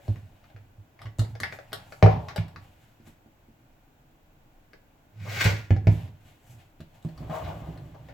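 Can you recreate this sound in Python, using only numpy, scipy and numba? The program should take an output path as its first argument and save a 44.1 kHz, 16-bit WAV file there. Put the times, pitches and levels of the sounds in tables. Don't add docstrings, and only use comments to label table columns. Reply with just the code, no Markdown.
import sys
import numpy as np
from scipy import signal
from scipy.fft import rfft, irfft
from scipy.io import wavfile
from scipy.ndimage import uniform_filter1d
from numba import njit

SR = 44100
rng = np.random.default_rng(int(sys.argv[2]) if len(sys.argv) > 2 else 0)


def amplitude_ratio(level_db):
    exponent = np.asarray(level_db, float) / 20
    return 10 ** exponent


def waveform_to_disk(signal):
    frames = np.transpose(np.atleast_2d(signal))
    scaled = np.clip(frames, -1, 1) * 32767
    samples = np.round(scaled).astype(np.int16)
    wavfile.write(sys.argv[1], SR, samples)


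N = 358825


def band(x, lo_hz, hi_hz):
    return signal.sosfilt(signal.butter(2, [lo_hz, hi_hz], "band", fs=SR, output="sos"), x)


def unit(x):
    return x / np.sqrt(np.mean(x ** 2))


def spectrum_db(points):
    hz, db = np.transpose(points)
    return np.interp(np.log(np.fft.rfftfreq(N, 1 / SR) + 1), np.log(hz), db)


def resonate(x, peaks):
    out = 0
    for hz, width_hz, db in peaks:
        b, a = signal.iirpeak(hz, hz / width_hz / 1.205, fs=SR)
        once = signal.lfilter(b, a, x)
        out = out + amplitude_ratio(db) * signal.lfilter(b, a, once)
    return out


def controls(table):
    s, *columns = np.transpose(table)
    t = np.arange(N) / SR
    is_on = (t > s[0]) & (t < s[-1] + 0.02)
    gate = uniform_filter1d(1.0 * is_on, size=400)
    return gate, [np.interp(t, s, c) for c in columns]


def swell(s, rise_s, fall_s):
    t = np.arange(N) / SR - s
    return np.exp(np.minimum(t / rise_s, -t / fall_s))


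def grit(rate_hz, scatter_db):
    k = int(SR / rate_hz)
    steps = np.repeat(rng.standard_normal(N // k + 1), k)[:N]
    slips = uniform_filter1d(steps, k)
    return amplitude_ratio(scatter_db * slips) * rng.standard_normal(N)


def shake(peaks):
    return unit(resonate(grit(25, 2.0), peaks))


def ring(modes, t):
    return sum(amplitude_ratio(db - 60 * t / t60) * np.sin(2 * np.pi * hz * t) for hz, db, t60 in modes)


def add(out, s, sound):
    i = int(s * SR)
    out[i:i + len(sound)] += sound[:N - i]


# frequency in Hz, level in dB per Hz.
HUM = [(12, -47.5), (20, 4.5), (68, -7.5), (101, -5), (127, -4.5), (198, -12), (319, -10.5), (367, -18.5),
       (738, -16), (1330, -28), (1440, -22.5), (1760, -28.5), (2600, -29), (4940, -40), (16000, -35)]
# frequency in Hz, level in dB.
WHINE = [(14500, -93)]
HUM_DB = -60.5


def hum():
    hz = np.maximum(np.fft.rfftfreq(N, 1 / SR), 1)
    colour = amplitude_ratio(spectrum_db(HUM))
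    mid, side = (colour * rfft(rng.standard_normal(N)) for _ in range(2))
    side = side * np.clip(hz / 900, 0.15, 1)
    scale = amplitude_ratio(HUM_DB) / np.sqrt(np.mean(irfft(mid, N) ** 2))
    whine = sum(amplitude_ratio(db) * np.sin(2 * np.pi * f * np.arange(N) / SR) for f, db in WHINE)
    return scale * irfft(np.array([mid + side, mid - side]), N) + whine


# time in seconds, peak in dB, boom in Hz,
# upper modes in relative dB, knock in relative dB.
MIXER_THUMPS = [(0.089, -18.5, 102.6, -18, -14.5), (0.233, -41, 96.9, -32, -28),
                (0.547, -41, 105, -33, -16), (0.596, -45.5, 105, -25, -18), (0.785, -42, 102, -17, -24),
                (1.055, -30.5, 108, -21, -20), (1.193, -15.5, 108, -35, -16.5),
                (1.332, -33.5, 109.5, -27, -24), (1.412, -37.5, 98.5, -5, -4), (1.723, -57, 99, 2.5, 6),
                (2.033, -4.5, 105, -4.5, -20.5), (2.063, -19.5, 113.6, -1, -16.5),
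                (2.169, -30.5, 102, 0, -32), (2.387, -20.5, 105, -2, -48), (2.56, -46.5, 90.3, -2, -6),
                (2.691, -60, 102, -7, -1)]
BOWL_THUMPS = [(3.004, -61.5, 120.5, 5, 10.5), (3.079, -54, 109.2, 2, 6), (3.264, -63, 115, 4.5, 11),
               (3.489, -68, 94, 8, 16), (5.457, -13.5, 103, -5.5, -23), (5.609, -41, 99.6, -32, -23.5),
               (5.71, -10, 98.4, -10, -12.5), (5.764, -22.5, 105, -28, -32), (5.874, -8.5, 105, -6, -14),
               (5.967, -42, 110, -15, -17), (6.032, -30.5, 108, -21, -35)]
DRAWER_THUMPS = [
    (6.498, -45, 118.6, -24, -22),
    (6.538, -44, 113, -8.5, -11.5),
    (6.806, -44, 91.2, 5.5, 1.5),
    (7.053, -36, 117, 12.5, 2.5),
    (7.209, -48.5, 102, 13, 8.5),
    (7.3, -45.5, 114, 17.5, 7.5),
    (7.442, -30, 89.5, -9, -29),
    (7.689, -37.5, 118, 4.5, -29),
    (7.825, -37.5, 126, -30, -15),
]
REBOUND_S = 0.054, 0.04, 0.045


def blows():
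    tables = MIXER_THUMPS, BOWL_THUMPS, DRAWER_THUMPS
    return [(*row, hold_s) for table, hold_s in zip(tables, REBOUND_S) for row in table]


# time in seconds, length in seconds, rustle in dB, hiss in dB,
# soft body in dB.
HANDS = [(0.069, 0.3, -61, -64, -61), (0.451, 0.46, -72, -79.5, -69.5), (1.017, 0.09, -61, -70, -53.5),
         (1.28, 0.12, -64, -64.5, -58.5), (1.465, 0.04, -49, -72, -47), (1.532, 0.1, -61, -57.5, -53),
         (1.766, 0.27, -59.5, -66, -56), (1.928, 0.17, -68, -61, -63.5), (2.109, 0.087, -47, -61.5, -31),
         (2.25, 0.23, -66, -68.5, -50), (2.389, 0.11, -53, -91, -50), (2.634, 0.2, -66, -69, -64.5),
         (2.84, 0.25, -67.5, -70, -74.5), (3.074, 0.059, -59.5, -60, -61.5),
         (7.448, 0.057, -48.5, -64, -70), (7.952, 0.025, -75, -80, -47), (5.922, 0.12, -54.5, -55.5, -51.5),
         (5.987, 0.13, -56, -63.5, -53), (6.269, 0.17, -61.5, -64, -64), (6.5, 0.16, -64, -59.5, -66),
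         (6.6, 0.1, -65, -82, -68.5), (6.808, 0.03, -57.5, -75, -70), (6.952, 0.175, -66.5, -70, -64),
         (7.351, 0.11, -73, -60, -74)]
BRUSH_RISE, BRUSH_FALL = 0.26, 0.45
BRUSH_FELT_DB = 7.5
AFTERSHAKE_DB, AFTERSHAKE_RISE_S, AFTERSHAKE_FALL_S = -21, 0.017, 0.07


def hands():
    x = grit(78, 1.7)
    low = shake([(102.1, 48, 4.5), (159.1, 110, -16.0)])
    parts = unit(band(x, 1100, 3300)), unit(band(x, 6100, 13000)), unit(band(x, 600, 950))
    air, press = 0, 0
    for s, db, *_ in blows():
        shudder = swell(s + 0.052, AFTERSHAKE_RISE_S, AFTERSHAKE_FALL_S)
        press = press + amplitude_ratio(db + AFTERSHAKE_DB) * shudder
    for s, length_s, *dbs in HANDS:
        shape = swell(s, BRUSH_RISE * length_s, BRUSH_FALL * length_s)
        air = air + shape * sum(amplitude_ratio(db - 3.5) * part for db, part in zip(dbs, parts))
        press = press + shape * amplitude_ratio(min(dbs[2], -58) + BRUSH_FELT_DB)
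    return air, press * low


# time in seconds, speed in dB, load in dB.
DRAWER = [
    [(7.03, -82, -72), (7.052, -60, -62), (7.142, -68.5, -53), (7.22, -55.5, -37.5), (7.27, -56.5, -40)],
    [(7.29, -60, -49.5), (7.3, -40, -50), (7.36, -39, -40), (7.46, -51, -38), (7.488, -38.5, -35.5),
     (7.52, -51, -39), (7.63, -54, -38.5), (7.93, -68, -47.5), (8.137, -66, -51.5)],
]
# frequency in Hz, width in Hz, level in dB.
DRAWER_PEAKS = [(685, 236, 10), (890, 380, 1.5), (485, 61, -5)]
RUNNER_DB, RUNNER_HISS_DB = -35, -40
RUNNER_SHARE = 0.57


def drawer():
    roll = unit(resonate(grit(60, 2.5), DRAWER_PEAKS))
    scrape = amplitude_ratio(RUNNER_DB) * unit(band(grit(48, 1.1), 1400, 3330))
    hiss = amplitude_ratio(RUNNER_HISS_DB) * unit(band(grit(40, 2.2), 5500, 16110))
    runner = scrape + hiss
    carcass = shake([(65, 30, 1.0), (108, 48, -2.0), (146.8, 14.0, -3.5), (240, 100, -14.0)])
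    air, felt = 0, 0
    for pull in DRAWER:
        gate, (speed_db, load_db) = controls(pull)
        air = air + gate * (amplitude_ratio(speed_db) * roll + amplitude_ratio(RUNNER_SHARE * speed_db) * runner)
        felt = felt + gate * amplitude_ratio(load_db) * carcass
    return air, felt


# time in seconds, speed in dB, weight in dB.
SLIDE = [
    (5.12, -85, -66),
    (5.22, -57.5, -31.5),
    (5.32, -40.5, -34.5),
    (5.395, -39.5, -31),
    (5.415, -26.5, -37),
    (5.432, -40, -34.5),
    (5.452, -30, -43),
    (5.535, -44.5, -33),
    (5.69, -67, -53.5),
]
# frequency in Hz, width in Hz, level in dB.
SLIDE_PEAKS = [(1600, 260, 4), (2130, 890, 7.5), (3120, 2800, -2.5), (4700, 2200, -22)]
SLIDE_HISS_DB, SLIDE_BODY_DB = -13, -5.5


def slide():
    gate, (speed_db, weight_db) = controls(SLIDE)
    scrape = unit(resonate(grit(140, 2.8), SLIDE_PEAKS))
    hiss = amplitude_ratio(SLIDE_HISS_DB) * unit(band(grit(60, 1.3), 6700, 16000))
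    body = amplitude_ratio(SLIDE_BODY_DB) * unit(band(grit(60, 5.4), 297, 930))
    felt = shake([(105, 9.8, 0.5), (158, 34, -18.5)])
    return gate * amplitude_ratio(speed_db) * (scrape + hiss + body), gate * amplitude_ratio(weight_db) * felt


# time in seconds, peak in dB, hollowness in dB, brightness in dB,
# ring t60 in seconds.
LATCH_TAPS = [(0.0817, -48.5, 10.5, -2, 0.041), (0.16, -49.5, -34, -27, .06),
              (0.4424, -55.5, -22, -23, .05), (0.502, -59, 5.5, -13.5, .06),
              (0.5643, -46.5, -6.5, -38, 0.042), (0.9927, -47.5, -26, -25, 0.041),
              (1.0185, -38.5, -44, -9, 0.078), (1.058, -44.5, -11, -48, 0.067),
              (1.069, -46.5, -4, -39, 0.058), (1.1868, -48.5, 8.5, 11, 0.1), (1.1947, -34.5, -29, 5, 0.053),
              (1.2193, -42, 4.5, -4, 0.076), (1.2497, -45.5, 0, -12, .06), (1.3538, -41.5, 0, -14.5, 0.05),
              (1.403, -28.5, -9.5, -2, 0.033), (1.4348, -21.5, -23.5, -15, .04),
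              (1.5258, -32, -7.5, -20, .05), (1.5892, -38, -0.5, -32, 0.023),
              (1.7218, -43, -3, -19.5, 0.048), (1.7311, -28.5, -4.5, -1, 0.037),
              (1.924, -38, -3.5, -11, 0.026)]
MIXER_TAPS = [
    (2.0273, -16.5, 6.5, -18.5, 0.08),
    (2.063, -26.5, 13, -19, 0.093),
    (2.286, -33.5, -26, -17.5, 0.098),
    (2.3096, -42.5, -5, -18.5, 0.054),
    (2.362, -29.5, 0.5, -4, 0.067),
    (2.3802, -30, -9, -37, .04),
    (2.4826, -49, -18, -5, .08),
    (2.5619, -35, -16, -21.5, 0.025),
]
BOWL_TAPS = [
    (3.005, -65, -5, -9.5, 0.076),
    (3.265, -74, 12, -7, 0.062),
    (3.4904, -74, 6, -10, 0.024),
    (4.7346, -43.5, -8, -15, 0.033),
    (5.443, -28, -28, 2, .03),
    (5.7074, -28, 1, -33, 0.029),
    (5.765, -39, 1.5, -19, 0.074),
    (5.8716, -29, 2.5, -20.5, 0.047),
    (6.0786, -50.5, -6, -16, 0.056),
]
DRAWER_TAPS = [
    (6.8061, -47.5, -2, -4, 0.044),
    (7.0274, -61, -5, 8, 0.047),
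    (7.0498, -55, 7.5, 1, 0.086),
    (7.0892, -51, 0.5, -6, 0.074),
    (7.178, -48, -2, -6, 0.098),
    (7.298, -55.5, 18, -25, 0.066),
    (7.7767, -50.5, -16, -5.5, 0.042),
    (7.9494, -60.5, 13, -13.5, .06),
    (8.0878, -48, 1.5, -22, 0.15),
]
EDGE_DB, EDGE_PER_BRIGHT = 2, 0.59


def ticks():
    return [(s, db, hollow_db, EDGE_DB + EDGE_PER_BRIGHT * bright_db, bright_db, t60_s)
            for s, db, hollow_db, bright_db, t60_s in [*LATCH_TAPS, *MIXER_TAPS, *BOWL_TAPS, *DRAWER_TAPS]]


# frequency in Hz, width in Hz, level in dB (only the frequency is played).
SHELL = [(427.3, 0, 0), (482.0, 0, 0), (649.0, 0, 0), (657, 0, 0), (781, 0, 0), (1440, 120, 0),
         (2390, 96, -6), (3127, 330, -5), (3770, 280, -8), (5620, 110, -13), (7090, 250, -16),
         (7800, 110, -22)]
# low edge in Hz, high edge in Hz.
TAP_EDGES_HZ = (950, 2300), (430, 950), (2200, 5000), (5500, 11000)


def taps():
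    out, t = np.zeros(N), np.arange(SR // 4) / SR
    for s, db, hollow_db, edge_db, bright_db, t60_s in ticks():
        chance = rng.standard_normal((len(SHELL), 2))
        modes = [(hz * (1 + 0.02 * detune), 5 * level, t60_s * (1000 / hz) ** 0.23)
                 for (hz, _, _), (detune, level) in zip(SHELL, chance)]
        rattle = rng.standard_normal(len(t)) * (amplitude_ratio(-60 * t / t60_s) + 2.9 * np.exp(-t / 0.0017))
        click = amplitude_ratio(17) * np.exp(-t / 0.00004)
        blow = amplitude_ratio(-18) * ring(modes, t) + rattle + click
        for (lo_hz, hi_hz), rel_db in zip(TAP_EDGES_HZ, (0, hollow_db, edge_db, bright_db)):
            part = band(blow, lo_hz, hi_hz)
            add(out, s - 0.001, amplitude_ratio(db + rel_db + 4.0) * part / np.abs(part).max())
    return out


# frequency in Hz, level in dB, t60 in seconds.
WORKTOP = [(67.5, -15, 0.52)]
WORKTOP_UPPER = [(161.2, -4, 0.29), (149.7, -0.5, 0.13)]
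KNOCK = [(227.6, 10.5, .12), (331.4, 0, 0.24), (275.8, -1, 0.23)]
BOOM_T60_S, BOOM_LEFT_DB = 0.33, -14


def thumps():
    out, t = np.zeros(N), np.arange(SR // 2) / SR
    rise = 1 - np.exp(-t / 0.0035)
    upper, knock = rise * ring(WORKTOP_UPPER, t), ring(KNOCK, t)
    upper, knock = upper / upper.max(), knock / knock.max()
    for s, db, hz, upper_db, knock_db, hold_s in blows():
        held = amplitude_ratio(BOOM_LEFT_DB * (1 + np.tanh((t - hold_s) / 0.016)) / 2)
        boom = rise * held * ring([(hz, 0, BOOM_T60_S), *WORKTOP], t)
        blow = boom / boom.max() + amplitude_ratio(upper_db) * upper + amplitude_ratio(knock_db + 5.5) * knock
        add(out, s - 0.004, -amplitude_ratio(db) * blow)
    return out


# frequency in Hz, left minus right in dB.
PORT_BALANCE = [(200, -2), (350, 5), (750, 5), (1400, 1), (3000, 2), (10000, 2.5)]
BOUNCE_LAGS = (97, 233), (131, 311)


def nearby(air):
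    turn = np.exp(-2j * np.pi * np.fft.rfftfreq(N))
    direct = 0.8
    paths = []
    for lags in BOUNCE_LAGS:
        allpasses = [(direct - turn ** lag) / (1 - direct * turn ** lag) for lag in lags]
        paths.append(np.prod(allpasses, axis=0))
    balance = amplitude_ratio(np.outer([0.5, -0.5], spectrum_db(PORT_BALANCE)))
    return amplitude_ratio(4.5) * irfft(np.array(paths) * balance * rfft(air), N)


@njit
def walls(x, lags, gain, damp):
    line, soft, out = np.zeros((8, 4096)), np.zeros(8), np.zeros((2, len(x)))
    for i in range(len(x)):
        total = 0.
        for k in range(8):
            soft[k] += (1 - damp) * (gain[k] * line[k, (i - lags[k]) & 4095] - soft[k])
            total += soft[k]
            out[k % 2, i] += soft[k]
        for k in range(8):
            line[k, i & 4095] = x[i] + soft[k] - total / 4
    return out


ROOM_T60_S, ROOM_DAMP, ROOM_DB = 0.42, 0.3, -19
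LEFT_LAG_SAMPLES, LEFT_BASS_DB = 7, -1.0


def scene():
    rubs = slide(), drawer(), hands()
    air = taps() + sum(rub_air for rub_air, _ in rubs)
    felt = band(thumps() + sum(rub_felt for _, rub_felt in rubs), 59, 1700)
    near = nearby(air)
    lags = np.array([331, 457, 613, 797, 1009, 1277, 1567, 1931])
    gain = amplitude_ratio(-60 * lags / SR / ROOM_T60_S)
    echo = walls(near[1] + amplitude_ratio(-16.5) * felt, lags, gain, ROOM_DAMP)
    body = np.array([amplitude_ratio(LEFT_BASS_DB) * np.roll(felt, LEFT_LAG_SAMPLES), amplitude_ratio(-LEFT_BASS_DB) * felt])
    return near + body + amplitude_ratio(ROOM_DB) * echo + hum()


def roll_off(x):
    return signal.sosfilt(signal.butter(12, 16800, fs=SR, output="sos"), x)


# frequency in Hz, level in dB.
MIC = [(7600, 0.5), (8800, -8), (10200, -7.5), (12500, -3), (15500, -0.5)]


def record(dry):
    heard = irfft(amplitude_ratio(spectrum_db(MIC)) * rfft(dry), N)
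    return roll_off(np.tanh(heard))


dry = scene()
out = record(dry)
waveform_to_disk(out)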